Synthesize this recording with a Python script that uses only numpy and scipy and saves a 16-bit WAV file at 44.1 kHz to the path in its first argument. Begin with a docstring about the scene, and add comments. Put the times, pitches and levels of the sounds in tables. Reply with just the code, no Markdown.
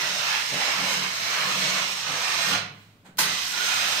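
"""Steam iron on a hanging dress

An iron is swept over a dress in a hard-walled laundry room. Turbulent steam hisses from the soleplate,
rushes through the cloth and drums where the sole presses in. The valve shuts with a low boom, leaving
the room's tail, a slight leak and a machine's hum. After a faint puff and a click the steam spits out
again, and a breathy whistle joins it."""
import sys
import numpy as np
from scipy import signal
from scipy.fft import rfft, irfft, next_fast_len
from scipy.io import wavfile
from scipy.ndimage import uniform_filter1d, map_coordinates

SR = 44100
rng = np.random.default_rng(int(sys.argv[2]) if len(sys.argv) > 2 else 0)


def unload_audio(sound):
    """Save the sound as a 16-bit wav file, at the path given as the first command line argument."""
    columns = np.transpose(np.atleast_2d(sound))
    # keep every value between -1 and 1, then stretch to whole-number steps
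    steps = np.round(np.clip(columns, -1, 1) * 32767)
    wavfile.write(sys.argv[1], SR, steps.astype(np.int16))


N = 176400
SHUT_S, OPEN_S, OPEN_RISE_S = 2.555, 3.182, 0.005  # the steam valve


def steam():
    """Turbulence radiates broadband noise: four bands, fed by one flow, share its flutter."""
    # One list per burst of steam. Each row: time in seconds, relative level in dB.
    jet_levels = [
        [(0.0, -32.5), (0.34, -33), (0.45, -34), (0.6, -31.5), (0.78, -33), (0.94, -31.5), (1.04, -34.5),
         (1.18, -34), (1.25, -32.5), (1.45, -34), (1.65, -29), (1.82, -31.5), (1.88, -34.5), (2.05, -34.5),
         (2.3, -32.5), (2.43, -30), (2.55, -31)],
        [(3.29, -31.5), (3.392, -33), (3.506, -34), (3.668, -29.5), (4.0, -31.5)],
    ]  # hiss of the jet
    rush_levels = [
        [(0.0, -30.5), (0.13, -34), (0.35, -27), (0.47, -39), (0.62, -30), (0.78, -32.5), (0.9, -29),
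         (1.0, -34.5), (1.05, -29.5), (1.1, -36.5), (1.18, -36), (1.35, -29.5), (1.55, -30), (1.78, -30.5),
         (2.02, -39), (2.1, -32.5), (2.3, -30.5), (2.46, -30.5), (2.55, -26.5)],
        [(3.29, -32.5), (3.518, -40), (3.6, -32), (3.8, -30), (4.0, -30.5)],
    ]  # flow through the cloth
    body_levels = [
        [(0.0, -40.5), (0.37, -45.5), (0.43, -49), (0.505, -53), (0.525, -37.5), (0.68, -36.5), (0.78, -41.5),
         (0.9, -38.5), (1.2, -45), (1.41, -37), (1.8, -40), (1.95, -49.5), (2.05, -47), (2.09, -39),
         (2.46, -42), (2.55, -33.5)],
        [(3.29, -41.5), (3.36, -44.5), (3.49, -63), (3.55, -43.5), (3.64, -41.5), (4.0, -41)],
    ]  # low body of that flow
    sizzle_levels = [
        [(0.0, -47.5), (0.82, -48), (0.91, -44.5), (1.11, -51), (1.66, -44.5), (2.04, -51.5), (2.52, -43),
         (2.55, -48.5)],
        [(3.33, -49), (3.39, -48), (3.494, -43.5), (3.554, -46), (3.672, -43), (3.864, -42), (3.884, -41.5),
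         (4.0, -45.5)],
    ]  # top of the hiss
    # Spectra of the bands. Each row: frequency in Hz, relative level in dB.
    jet_colour = [(400, -45), (1500, -12), (3000, 0.5), (4150, -1.2), (4800, -2), (5600, -0.5), (6500, -3),
                  (7100, -10), (8400, -13.5), (9100, -31), (15000, -47)]
    rush_colour = [(200, -70), (630, -16.5), (1020, -2.5), (1400, -3.5), (1900, -1.5), (2700, -1),
                   (3400, -7.5), (5000, -12.5), (9000, -33)]
    body_colour = [(90, -24), (200, -9), (330, -8), (500, -0.5), (700, 1.5), (1100, -2), (2500, -29)]
    sizzle_colour = [(4000, -14), (7500, 6.5), (9300, 0), (10700, -1.5), (12000, 1), (13800, 3.5),
                     (15100, -1.5), (15700, -12)]
    jet = amp(curve(jet_levels)) * noise(jet_colour, patchy_db=2.04)
    rush = amp(curve(rush_levels) + 0.5 + 0.43 * wobble(25)) * noise(rush_colour, patchy_db=2.5)
    body = amp(curve(body_levels) - 2 + 0.6 * wobble(31.13)) * noise(body_colour, patchy_db=3.5)
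    sizzle = amp(curve(sizzle_levels) + 4 + 0.75 * wobble(60)) * noise(sizzle_colour, patchy_db=2.5)
    flutter = amp(0.37 * wobble(130))
    return soleplate(valve() * flutter * (jet + rush + body + sizzle))


def valve(bleed_db_per_s=220):
    """Flow decays exponentially when the valve shuts and returns almost at once when it opens."""
    t = clock()
    bleeding = amp(-bleed_db_per_s * np.maximum(t - SHUT_S, 0))
    opening = np.clip((t - OPEN_S) / OPEN_RISE_S, 0, 1)
    return np.maximum(bleeding, opening)


def soleplate(flow, drift_hz=61):
    """Cavity resonance: the steam holes colour the flow, their peaks drifting as cloth covers them."""
    # Resonances of the holes. Each row: frequency in Hz, width in Hz, boost in dB.
    holes = [(1360, 53, 7), (4100, 260, 1.7), (5230, 270, 5), (6340, 190, 4.5), (8430, 250, 8),
             (9960, 270, 5.5)]
    lowered = filtered(flow, lambda hz: boost(holes, hz + drift_hz))
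    raised = filtered(flow, lambda hz: boost(holes, hz - drift_hz))
    share = (1 + np.tanh(2 * wobble(3.87))) / 2
    return lowered + share * (raised - lowered)


def spit():
    """Condensate sputters out as the valve opens: a burst of noise under random amplitude modulation."""
    # Spectrum of the spray. Each row: frequency in Hz, relative level in dB.
    colour = [(70, -26), (180, -14), (450, -4), (950, -2.5), (1900, 2.5), (3000, -3), (4100, 0), (6200, -1),
              (7200, -3), (12000, -2.5), (15100, -2.5), (15700, -25)]
    # Peaks and notches of the sole in free air. Each row: frequency in Hz, width in Hz, boost in dB.
    resonances = [(890, 70, 6), (1130, 100, 3), (1340, 130, -8), (1510, 80, 9), (4120, 180, 7),
                  (4950, 220, 6), (5730, 150, -9), (6120, 200, 5), (6700, 150, -13), (7170, 170, 4),
                  (11250, 450, 4.5)]
    spray = unit(filtered(noise(colour, patchy_db=3.5), lambda hz: boost(resonances, hz)))
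    sputter = amp(1.5 * wobble(230))
    envelope = amp(-21) * burst(OPEN_S, OPEN_RISE_S, fall_after_s=0.018, db_per_s=210)
    return envelope * sputter * spray


def whistle():
    """Noise in a narrow resonance is heard as a breathy pitch when the sole meets the cloth again."""
    swell = amp(-35.5) * burst(3.486, rise_s=0.12, fall_after_s=0.25, db_per_s=53)
    return swell * narrowband(hz=1440, width_hz=120, channels=2)


def drumming():
    """Steam trapped between sole and cloth drives low resonant modes, hardest at each press."""
    # Modes of the trapped steam. Each row: frequency in Hz, width in Hz, relative level in dB.
    modes = [(148, 24, -2), (189, 14.3, 5), (281.7, 30, -6.5), (447, 113, -12)]
    # Presses into the cloth. Each row: time of the peak in seconds, length in seconds, level in dB.
    presses = [(.14, 0.17, -56), (0.554, 0.052, -37.5), (0.805, 0.053, -47), (0.947, 0.21, -46.5),
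               (1.627, 0.23, -42.5), (2.116, 0.049, -44.5), (2.516, 0.06, -37.5), (2.665, 0.14, -46.5),
               (3.089, .025, -53), (3.26, 0.12, -44.5)]
    response = lambda hz: sum(amp(db) * resonance(hz, centre, width) for centre, width, db in modes)
    push = sum(amp(db) * np.exp(-2 * ((clock() - peak) / length) ** 2) for peak, length, db in presses)
    idle = amp(-55.5) * valve()
    return (push + idle) * unit(filtered(rng.standard_normal(N), response))


def trigger():
    """Two damped noise transients precede the steam: a faint puff, then the valve's click."""
    # Spectra of the two. Each row: frequency in Hz, relative level in dB.
    puff_colour = [(80, -22), (180, -11), (450, 1), (1100, 1.5), (2500, -5), (4000, -9.5), (5500, -18),
                   (8000, -9), (9500, -20), (15000, -23)]
    click_colour = [(300, -25), (2500, -8), (4000, -2), (7000, -7), (15000, -4)]
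    puff = amp(-49) * burst(3.041, rise_s=0.024, fall_after_s=0.024, db_per_s=260)
    click = amp(-38) * burst(3.171, rise_s=0.00091, fall_after_s=0.0017, db_per_s=800)
    return puff * noise(puff_colour, patchy_db=0.5) + click * noise(click_colour, patchy_db=2)


def leak():
    """The last steam seeps from the shut iron, its flow noise swelling and decaying exponentially."""
    # Spectrum of the seepage. Each row: frequency in Hz, relative level in dB.
    colour = [(500, -7), (2500, 5), (4000, 0), (5500, -4), (8400, -6), (9300, -13), (15000, -8)]
    envelope = amp(-57.5) * burst(2.636, rise_s=0.17, fall_after_s=0.17, db_per_s=60)
    return envelope * noise(colour, patchy_db=-0.5)


def room(source, positions=9):
    """Reverberation: each frequency decays at its own rate, and the echoes change as the iron moves."""
    # Decay between the bare walls. Each row: frequency in Hz, time to fall 60 dB in seconds.
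    t60 = [(150, 0.4), (1000, 0.53), (4000, 0.45), (8000, 0.24), (14000, 0.12)]
    position = np.linspace(0, positions - 1, N)
    wet = np.zeros((2, N))
    for k in range(positions):
        hz, t, spectrum = signal.stft(rng.standard_normal((2, SR // 2)), SR, nperseg=256)
        decay = amp(-60 * t / along(t60, hz)[:, None])
        tail = signal.istft(spectrum * decay, SR, nperseg=256)[1]
        share = np.sqrt(np.maximum(1 - np.abs(position - k), 0))  # equal-power crossfade
        wet += signal.fftconvolve(source * share, tail / np.linalg.norm(tail[0]), axes=1)[:, :N]
    return wet


def background(hum_hz=104.3):
    """Room noise, a machine's narrowband hum and, at shut-off, a phase-modulated boom at its pitch."""
    # Spectrum of the room noise. Each row: frequency in Hz, relative level in dB.
    colour = [(25, 0), (50, -3), (70, -3), (110, 3), (185, 8), (350, -6), (1000, -11), (3000, -20),
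              (6000, -29), (9000, -30), (15000, -28)]
    hum = amp(-61.5) * narrowband(hum_hz, width_hz=8.5, channels=1)
    swell = amp(-41) * burst(2.52, rise_s=0.043, fall_after_s=0.043, db_per_s=67)
    boom = swell * np.sin(2 * np.pi * hum_hz * clock() + 0.8 * wobble(27.94))
    return hum + boom + amp(-57.5) * noise(colour, patchy_db=1.7)


def noise(colour, patchy_db):
    """Partly coherent stereo noise of rms 1, near mono in the bass, with drifting patches of gain."""
    # Likeness of left and right. Each row: frequency in Hz, correlation from 0 to 1.
    coherence = [(50, .98), (200, 0.9), (500, 0.88), (750, 1), (1100, 0.019), (15000, 0)]
    spectrum = signal.stft(rng.standard_normal((2, N)), nperseg=1024)[2]
    patches = uniform_filter1d(rng.standard_normal(spectrum.shape), size=4, axis=1)  # across frequency
    patches = uniform_filter1d(patches, size=12, axis=2)  # across time
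    pair = signal.istft(spectrum * amp(patchy_db * unit(patches)), nperseg=1024)[1][:, :N]
    angle = lambda hz: np.arccos(np.clip(along(coherence, hz), -1, 1)) / 2
    response = lambda hz: amp(along(colour, hz)) * [np.cos(angle(hz)), np.sin(angle(hz))]
    mid, side = filtered(pair, response)
    return unit(np.array([mid + side, mid - side]))


def narrowband(hz, width_hz, channels):
    """White noise through one resonance, scaled to rms 1."""
    return unit(filtered(rng.standard_normal((channels, N)), lambda f: resonance(f, hz, width_hz)))


def resonance(hz, centre, width):
    """A Lorentzian peak of height 1, with its full width taken at half height."""
    return 1 / (1 + (2 * (hz - centre) / width) ** 2)


def boost(resonances, hz):
    """Gain of resonances in series: their decibels add."""
    return amp(sum(db * resonance(hz, centre, width) for centre, width, db in resonances))


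def burst(start_s, rise_s, fall_after_s, db_per_s):
    """Linear attack, then exponential decay beginning fall_after_s after the start."""
    t = clock() - start_s
    return np.clip(t / rise_s, 0, 1) * amp(-db_per_s * np.maximum(t - fall_after_s, 0))


def filtered(x, response):
    """Linear filtering: the spectrum of x is multiplied by a function of frequency."""
    size = next_fast_len(N + SR // 2)
    return irfft(rfft(x, size) * response(np.fft.rfftfreq(size, 1 / SR)), size)[..., :N]


def wobble(knots_per_s):
    """Smooth random modulation: a spline through Gaussian values."""
    return map_coordinates(rng.standard_normal(2048), [clock() * knots_per_s], mode="mirror")


def curve(bursts):
    """Linear interpolation of the bursts' levels, one value per sample."""
    times, levels = np.transpose([row for rows in bursts for row in rows])
    return np.interp(clock(), times, levels)


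def along(points, hz):
    """Interpolation on a logarithmic frequency axis."""
    frequencies, values = np.transpose(points)
    return np.interp(np.log(hz + 1), np.log(frequencies + 1), values)


def amp(db):
    """Decibels to amplitude ratio."""
    return 10 ** (np.asarray(db) / 20)


def unit(x):
    """Normalisation to rms 1."""
    return x / np.sqrt(np.mean(x ** 2) + 1e-20)


def clock():
    """The time of each sample in seconds."""
    return np.arange(N) / SR


def scene():
    """Direct and reverberant sound add; a level difference sets the iron mostly to the right."""
    # Stereo balance of the iron. Each row: frequency in Hz, left minus right in dB.
    balance = [(100, -8), (600, 0), (1000, -3.5), (2000, -5), (3400, -6), (4050, -11), (4900, -3),
               (6300, -4), (7800, -4), (9000, -1), (10300, 5.5), (12200, 0), (15000, -1.5)]
    iron = steam() + leak() + trigger() + spit() + whistle()
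    in_room = iron + amp(-5.5) * room(iron)
    placed = filtered(in_room, lambda hz: amp(np.outer([1, -1], along(balance, hz)) / 2))
    return placed + drumming() + background()


def record(dry):
    """Band limiting: an ideal low-pass filter removes everything above 15750 Hz."""
    return filtered(dry, lambda hz: hz < 15750)


dry = scene()
out = record(dry)
unload_audio(out)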